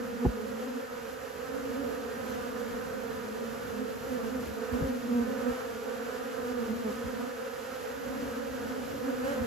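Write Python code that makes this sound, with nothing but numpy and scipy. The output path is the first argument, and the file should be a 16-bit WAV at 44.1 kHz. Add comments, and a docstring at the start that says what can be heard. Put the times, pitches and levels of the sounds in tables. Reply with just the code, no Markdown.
"""Honeybees at a hive entrance

Dozens of honeybees crowd a hive entrance, heard in stereo, close by in the open air through a phone.
Many wing strokes, each looped at its own drifting beat, blur into a hum, with hovering bees nearer by.
Brief swells of wing buzz ride on gliding beats, the strongest like bees passing close.
Downwash thumps are gusts of short decaying sine eddies.
Coloured noise gives the steady wing hiss and the low, puffing draught."""
import sys
import numpy as np
from scipy import signal
from scipy.fft import rfft, irfft, next_fast_len
from scipy.io import wavfile

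SR = 44100
rng = np.random.default_rng(int(sys.argv[2]) if len(sys.argv) > 2 else 0)


def file_out(sig):
    """Save sig as 16-bit WAV at sys.argv[1]."""
    # one column per channel
    cols = np.atleast_2d(sig).T
    # limit, then scale
    lim = np.clip(cols, -1, 1)
    pcm = np.round(lim * 32767).astype(np.int16)
    wavfile.write(sys.argv[1], SR, pcm)


N = 417186

# wing sound by overtone, the first lifted close up by sloshing air:
# (multiple of the beat, far level [dB], near level [dB])
WING_OVERTONES = [(1, -12.5, -1), (2, -1, -8), (3, -13, -21.5), (4, -15, -22.5), (5, -11.5, -24.5),
                  (6, -11, -28), (7, -15, -41), (8, -23.5, -47), (9, -27, -40), (10, -29.5, -42),
                  (11, -26.5, -36), (12, -35, -49), (13, -42, -51), (14, -47, -52)]
_, FAR_DB, NEAR_DB = np.transpose(WING_OVERTONES)
# colour of the wing hiss: (frequency [Hz], relative level per Hz [dB])
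HISS_COLOUR = [(300, -6.5), (600, -4.5), (1100, -7.5), (1650, -5.5), (2200, -9.5), (2900, -10), (3600, -14),
               (6800, -16), (8200, -16), (9800, -19.5), (11800, -18.5), (13500, -21.5), (14600, -18.5),
               (15700, -21.5)]
# hum of the whole crowd: (time [s], level [dB], middle wing beat [Hz])
CROWD_HUM = [(0, -40, 248), (0.66, -39, 249.5), (1.1, -40, 246.9), (1.9, -38, 247.8), (3.3, -37.5, 241.4),
             (4.5, -38.5, 246.4), (4.75, -35, 249.5), (5.1, -39, 243.7), (5.5, -35.5, 250.2),
             (5.75, -37.5, 243.7), (6.3, -36.5, 246.9), (6.8, -38, 241.8), (7.9, -37.5, 253.9),
             (9.0, -38, 248.9), (9.46, -37, 253.8)]
# waves of bees hovering near the phone:
# (time [s], buzz level [dB], draught level [dB], middle wing beat [Hz])
HOVER_WAVES = [(0, -38, -53, 240), (0.45, -38.5, -51, 227.6), (0.7, -37, -63, 247),
               (1.05, -56.5, -57.5, 240), (1.36, -55, -56, 242.3), (1.71, -37.5, -51.5, 253.7),
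               (2.2, -41.5, -48.5, 246.2), (3.4, -41.5, -50.5, 233.7), (4.06, -42, -48.5, 241.8),
               (4.3, -38, -46.5, 238.2), (4.6, -42.5, -49.5, 245.8), (5.3, -34.5, -52, 238.3),
               (5.56, -47.5, -54, 246.8), (6.2, -44, -58, 244.2), (6.48, -45, -53, 251.7),
               (6.72, -37.5, -47.5, 230.2), (7.22, -39, -55, 248.3), (7.55, -60, -60, 254.2),
               (7.82, -51.5, -55, 250.4), (8.14, -38.5, -50, 255.1), (8.6, -40, -51.5, 242.9),
               (9.01, -39, -47.5, 252.3), (9.27, -37, -48, 259.5), (9.46, -37, -48, 239.7)]


def undb(db):
    """Decibels to gain."""
    return 10 ** (np.asarray(db) / 20)


def level(x, db):
    """Scale to an rms level."""
    return x * undb(db) / np.sqrt(np.mean(x ** 2))


def pan(left_minus_right_db):
    """Left and right gains that split a level difference evenly."""
    return undb(np.array([[left_minus_right_db], [-left_minus_right_db]]) / 2)


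def curves(table):
    """Columns of a time table, one value per sample."""
    s, *columns = np.transpose(table)
    return [np.interp(np.arange(N) / SR, s, column) for column in columns]


def walk(rate):
    """Smooth random drift with about rate turns a second; spread near 1."""
    noise = rng.standard_normal(int(N / SR * rate * 4) + 12)
    steps = np.convolve(noise, np.hanning(9), "same")
    return np.interp(np.arange(N) * (rate * 4 / SR), np.arange(len(steps)), steps) / np.sqrt(3)


def wings(hz, order_db, lag_s):
    """One bee: a stroke shape built of overtones, looped at the beat rate, reaching the right side lag_s later."""
    turn = np.arange(257) / 256
    order = np.arange(1, len(order_db) + 1)[:, None]
    overtones = np.sin(2 * np.pi * (order * turn + rng.random(order.shape)))
    stroke = np.sum(undb(order_db)[:, None] * overtones, axis=0)
    phase = np.cumsum(hz) / SR
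    return np.array([np.interp((phase - late) % 1, turn, stroke) for late in (0, lag_s * hz)])


def crowd(beat_hz, beat_spread, order_db, swell_db, side_db, spread_s, wander, count):
    """Many bees, each with its own beat, place and coming and going, blurring into one buzz."""
    flutter = .012  # quick unsteadiness, share of the beat
    edge_dull_db = -5  # bees far from the middle beat lose overtones, per octave
    out, octave = 0, np.log2(np.arange(len(order_db)) + 0.5)
    for k in range(count):
        lag_chance, side_chance = rng.standard_normal(2)
        own = np.arcsin(.9 * (2 * (k + .5) / count - 1))  # most beats near the middle of the range
        hz = beat_hz * (1 + beat_spread * own + wander * np.tanh(walk(5.0)) + flutter * walk(30))
        dull_db = edge_dull_db * own ** 2 * np.maximum(octave - 1, 0)
        colour_db = dull_db + 2.0 * rng.standard_normal(len(order_db))
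        bee = wings(hz, order_db + colour_db, -.00015 + spread_s * lag_chance)
        coming_and_going = undb(swell_db * np.tanh(walk(11.0) / 1.63))
        out = out + bee * coming_and_going * pan(side_db + 3.6 * side_chance)
    return level(out, 0)


def airy(spectrum):
    """Coloured stereo noise: a shared part with a phase offset, the rest unrelated; rms 1."""
    # stereo image of the noise by frequency:
    # (frequency [Hz], likeness [0-1], phase offset, left ahead [rad], left minus right [dB])
    stereo_image = [(60, 0.84, -1, 4.5), (305, 0.48, 0, -9.5), (980, 0.73, -1.3, 6.5), (2210, 0.59, 0, -2),
                    (5270, 0.6, -1, -4), (7140, 0.52, 0.5, 2), (8350, 1, np.pi, -5), (9690, 1, np.pi, 1),
                    (11010, 0.86, 5.5, -0.5), (13660, 1, 6.5, 0.5), (14240, 0.99, 3 * np.pi, 0)]
    size = next_fast_len(N)
    log_hz = np.log(np.arange(size // 2 + 1) * SR / size + 1)
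    hz, db = np.transpose(spectrum)
    image_hz, *columns = np.transpose(stereo_image)
    like, offset, pan_db = (np.interp(log_hz, np.log(image_hz), column) for column in columns)
    like = np.clip(like, 0, 1)
    left, other = rfft(rng.standard_normal((2, size)))
    right = like * left * np.exp(-1j * offset) + np.sqrt(1 - like ** 2) * other
    pair = np.array([left * undb(pan_db / 2), right * undb(-pan_db / 2)])
    colour = undb(np.interp(log_hz, np.log(hz), db))
    return level(irfft(pair * colour, size)[:, :N], 0)


def crowd_hum():
    """Dozens of far wing beats, close in rate, beat against each other as a hum."""
    hum_db, beat_hz = curves(CROWD_HUM)
    bees = crowd(beat_hz, .105, FAR_DB, swell_db=10.7, side_db=-3.0, spread_s=0.000599, wander=.027, count=34)
    return bees * undb(hum_db)


def hovering_bees():
    """A few bees near the phone, rich in the lowest overtone, come and go in waves."""
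    buzz_db, _, beat_hz = curves(HOVER_WAVES)
    bees = crowd(beat_hz, .115, NEAR_DB, swell_db=10.8, side_db=-0.39, spread_s=0.00094, wander=.022, count=12)
    return bees * undb(buzz_db)


def buzz_swells():
    """Brief bell-curve swells of wing buzz on unsteady gliding beats, the strongest like bees passing close."""
    # (peak time [s], wing beat [Hz], buzz level before the swell [dB], bell-curve width [s],
    #  left minus right [dB], brightness [0 near - 1 far wing sound, below 0 beyond near], glide [Hz per s])
    swells = [(0.238, 241, -30.5, 0.015, -2.5, 0.2, -40), (0.45, 210, -43, 0.051, -4, .1, -45),
              (0.64, 251.8, -40.5, 0.06, 2.5, 0.47, -29.5), (1.56, 269.4, -38.5, 0.04, -5.5, 0.24, 31),
              (1.796, 278.5, -34, 0.025, -5.5, .15, -40), (2.3, 249.2, -40, 0.05, -3, 0.76, -39),
              (2.46, 237, -40, 0.06, -4, 0.9, -31.5), (3.45, 226.5, -40, 0.05, -6, 0.045, -44),
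              (3.806, 215.7, -39, 0.056, -6.5, .1, -44), (3.816, 253.6, -35.5, 0.027, -6.5, -0.34, -38),
              (4.136, 248.7, -33, 0.033, -5, 0.18, -36), (4.255, 221.4, -38, 0.03, -5, 0.29, -58),
              (4.355, 253.5, -36, 0.026, -2, -0.56, -40), (4.754, 248, -30.5, 0.024, -7, -0.076, -37),
              (4.865, 264.1, -36, 0.075, 4.5, 0.25, -30.5), (4.934, 240.8, -34, 0.038, -3, -0.3, -42),
              (5.178, 241.7, -25.5, 0.055, -3, -0.096, -74), (5.478, 246.3, -27.5, 0.025, -4.5, 0.12, -58),
              (5.58, 261.7, -40.5, 0.05, -1.5, 0.84, -50), (6.13, 251.5, -43, 0.05, -2, 0.58, -34),
              (6.47, 248.3, -40.5, 0.05, -4.5, .6, 30.5), (6.6, 239.9, -35.5, 0.075, -6, 0.023, -110),
              (6.715, 217.8, -37, 0.037, -8, -0.37, -83), (6.795, 241.2, -40, 0.046, 8, -0.58, -59),
              (6.875, 214.1, -34.5, 0.03, 1, 0.28, -300), (6.925, 239.4, -44, 0.018, -1, 0.8, 300),
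              (7.089, 250, -37, 0.026, 1, -0.21, -40), (7.239, 243.3, -39, 0.026, 0, -0.28, -40),
              (7.45, 256.2, -44.5, 0.04, -0.5, 0.89, 30), (8.12, 248, -39.5, 0.031, -7, 0.11, -40),
              (9.089, 266.7, -35, 0.041, -6, 0.14, -34), (9.179, 260, -39, 0.08, 7, -0.27, 29),
              (9.29, 273.3, -34, 0.055, -3, 0.74, 69), (9.374, 252.8, -36, 0.035, 1.5, 0.38, -38)]
    swell_hiss_db = -10.5  # hiss of a bright swell against its buzz, scaled by brightness
    out, unsteady, hiss = np.zeros((2, N)), walk(25), airy(HISS_COLOUR)
    for s, hz, db, width, pan_db, bright, glide in swells:
        first, last = max(int((s - 3 * width) * SR), 0), min(int((s + 3 * width) * SR), N)
        span = np.arange(first, last)
        t = span / SR - s
        beat_hz = hz * (1 + 0.01603 * unsteady[span]) + glide * t
        order_db = NEAR_DB + bright * (FAR_DB - NEAR_DB)
        buzz = level(wings(beat_hz, order_db, -.0001 * pan_db), db)
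        swell_hiss = max(bright, 0) * undb(db + swell_hiss_db) * hiss[:, span]
        bell = np.exp(-(t / width) ** 2 / 2)
        out[:, span] += (buzz + swell_hiss) * bell * pan(pan_db)
    return out


def thumps():
    """Downwash gusts of shed eddies: small quick ones tend to arrive first, big slow ones last and stay longest."""
    # (start [s], level before the eddy balance [dB])
    gusts = [(0.243, -16), (2.69, -45), (4.707, -38), (4.797, -31.5), (4.817, -30), (5.174, -40),
             (5.483, -43), (6.502, -50), (7.029, -36.5), (8.25, -43), (9.389, -39)]
    # eddy sizes: (nominal rate [Hz], arrival [thump lengths], level [dB])
    eddies = [(55, 0.85, -18), (75.2, 0.59, -8.5), (111.4, 0.54, -6.5), (156, 0.51, -2), (201, 0.28, 2),
              (315, 0.45, 1.5), (460, 0.32, 2), (647, 0.37, -3), (834, 0.33, 0), (963, 0.29, -8)]
    thump_s = 0.043  # unit of eddy time; a gust lasts three
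    fine_fall_db, hard_db, fine_gain = -11, -31.5, 0.4  # finer eddies fall per octave, less per dB above hard_db
    out = np.zeros((2, N + SR))
    count = 1 + np.arange(len(eddies)) // 2  # finer eddies come in greater numbers
    hz, arrival, eddy_db = np.repeat(np.transpose(eddies), count, axis=1)[:, :, None]
    share = np.repeat(count, count)[:, None] ** -.5
    t = np.arange(int(3 * thump_s * SR)) / SR / thump_s
    ragged = undb(1.8 * walk(60))  # the gust breaks up as it goes
    for s, db in gusts:
        fall_db = fine_fall_db + fine_gain * max(db - hard_db, 0)
        phase, detune, gap = rng.random((3,) + hz.shape)
        strength = share * undb(db + eddy_db + fall_db * np.log2(hz / 120))
        push = strength * (t / arrival * np.exp(1 - t / arrival)) ** 5.2  # peaks on arrival
        # each eddy slows as it spreads
        turns = hz * (0.8 + 0.414 * detune) * thump_s * t * (1 - 0.053 * t) + phase
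        start = int(s * SR)
        push = push * np.resize(ragged[start:], len(t))
        for side in range(2):
            swirl = np.sin(2 * np.pi * (turns + side * 0.4 * (gap - .5)))
            out[side, start:start + len(t)] += np.sum(push * swirl, axis=0)
    return out[:, :N]


def wing_hiss():
    """Airy noise of the wings takes a share of the hum's swells, flickers and creeps up."""
    base_db, follows, rise_db_per_s = -47.5, 0.4, 0.12
    hum_db, _ = curves(CROWD_HUM)
    hiss_db = base_db + follows * (hum_db - hum_db.mean()) + rise_db_per_s * np.arange(N) / SR
    return airy(HISS_COLOUR) * undb(hiss_db + 0.62 * walk(26))


def draught():
    """Fanning wings stir the air in puffs, heard as low noise on the microphones."""
    # (frequency [Hz], relative level per Hz [dB])
    draught_colour = [(20, -18), (40, -11), (70, 2.5), (120, -3.5), (200, -4.5), (350, -7.5), (600, -10),
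                      (1000, -30)]
    _, draught_db, _ = curves(HOVER_WAVES)
    return airy(draught_colour) * undb(draught_db + 2.5 * walk(12))


def scene():
    """Hum, hovering bees, buzz swells and thumps over wing hiss and draught."""
    bees = crowd_hum() + hovering_bees() + buzz_swells()
    return bees + thumps() + wing_hiss() + draught()


def record(dry):
    """The phone drops the deepest bass and cuts the top."""
    low_cut_hz, top_hz = 42, 15770
    low_cut = signal.butter(2, low_cut_hz, "high", fs=SR, output="sos")
    top_cut = signal.ellip(10, .2, 70, top_hz, fs=SR, output="sos")  # 0.2 dB ripple, 70 dB down above
    return signal.sosfilt(top_cut, signal.sosfilt(low_cut, dry))


dry = scene()
out = record(dry)
file_out(out)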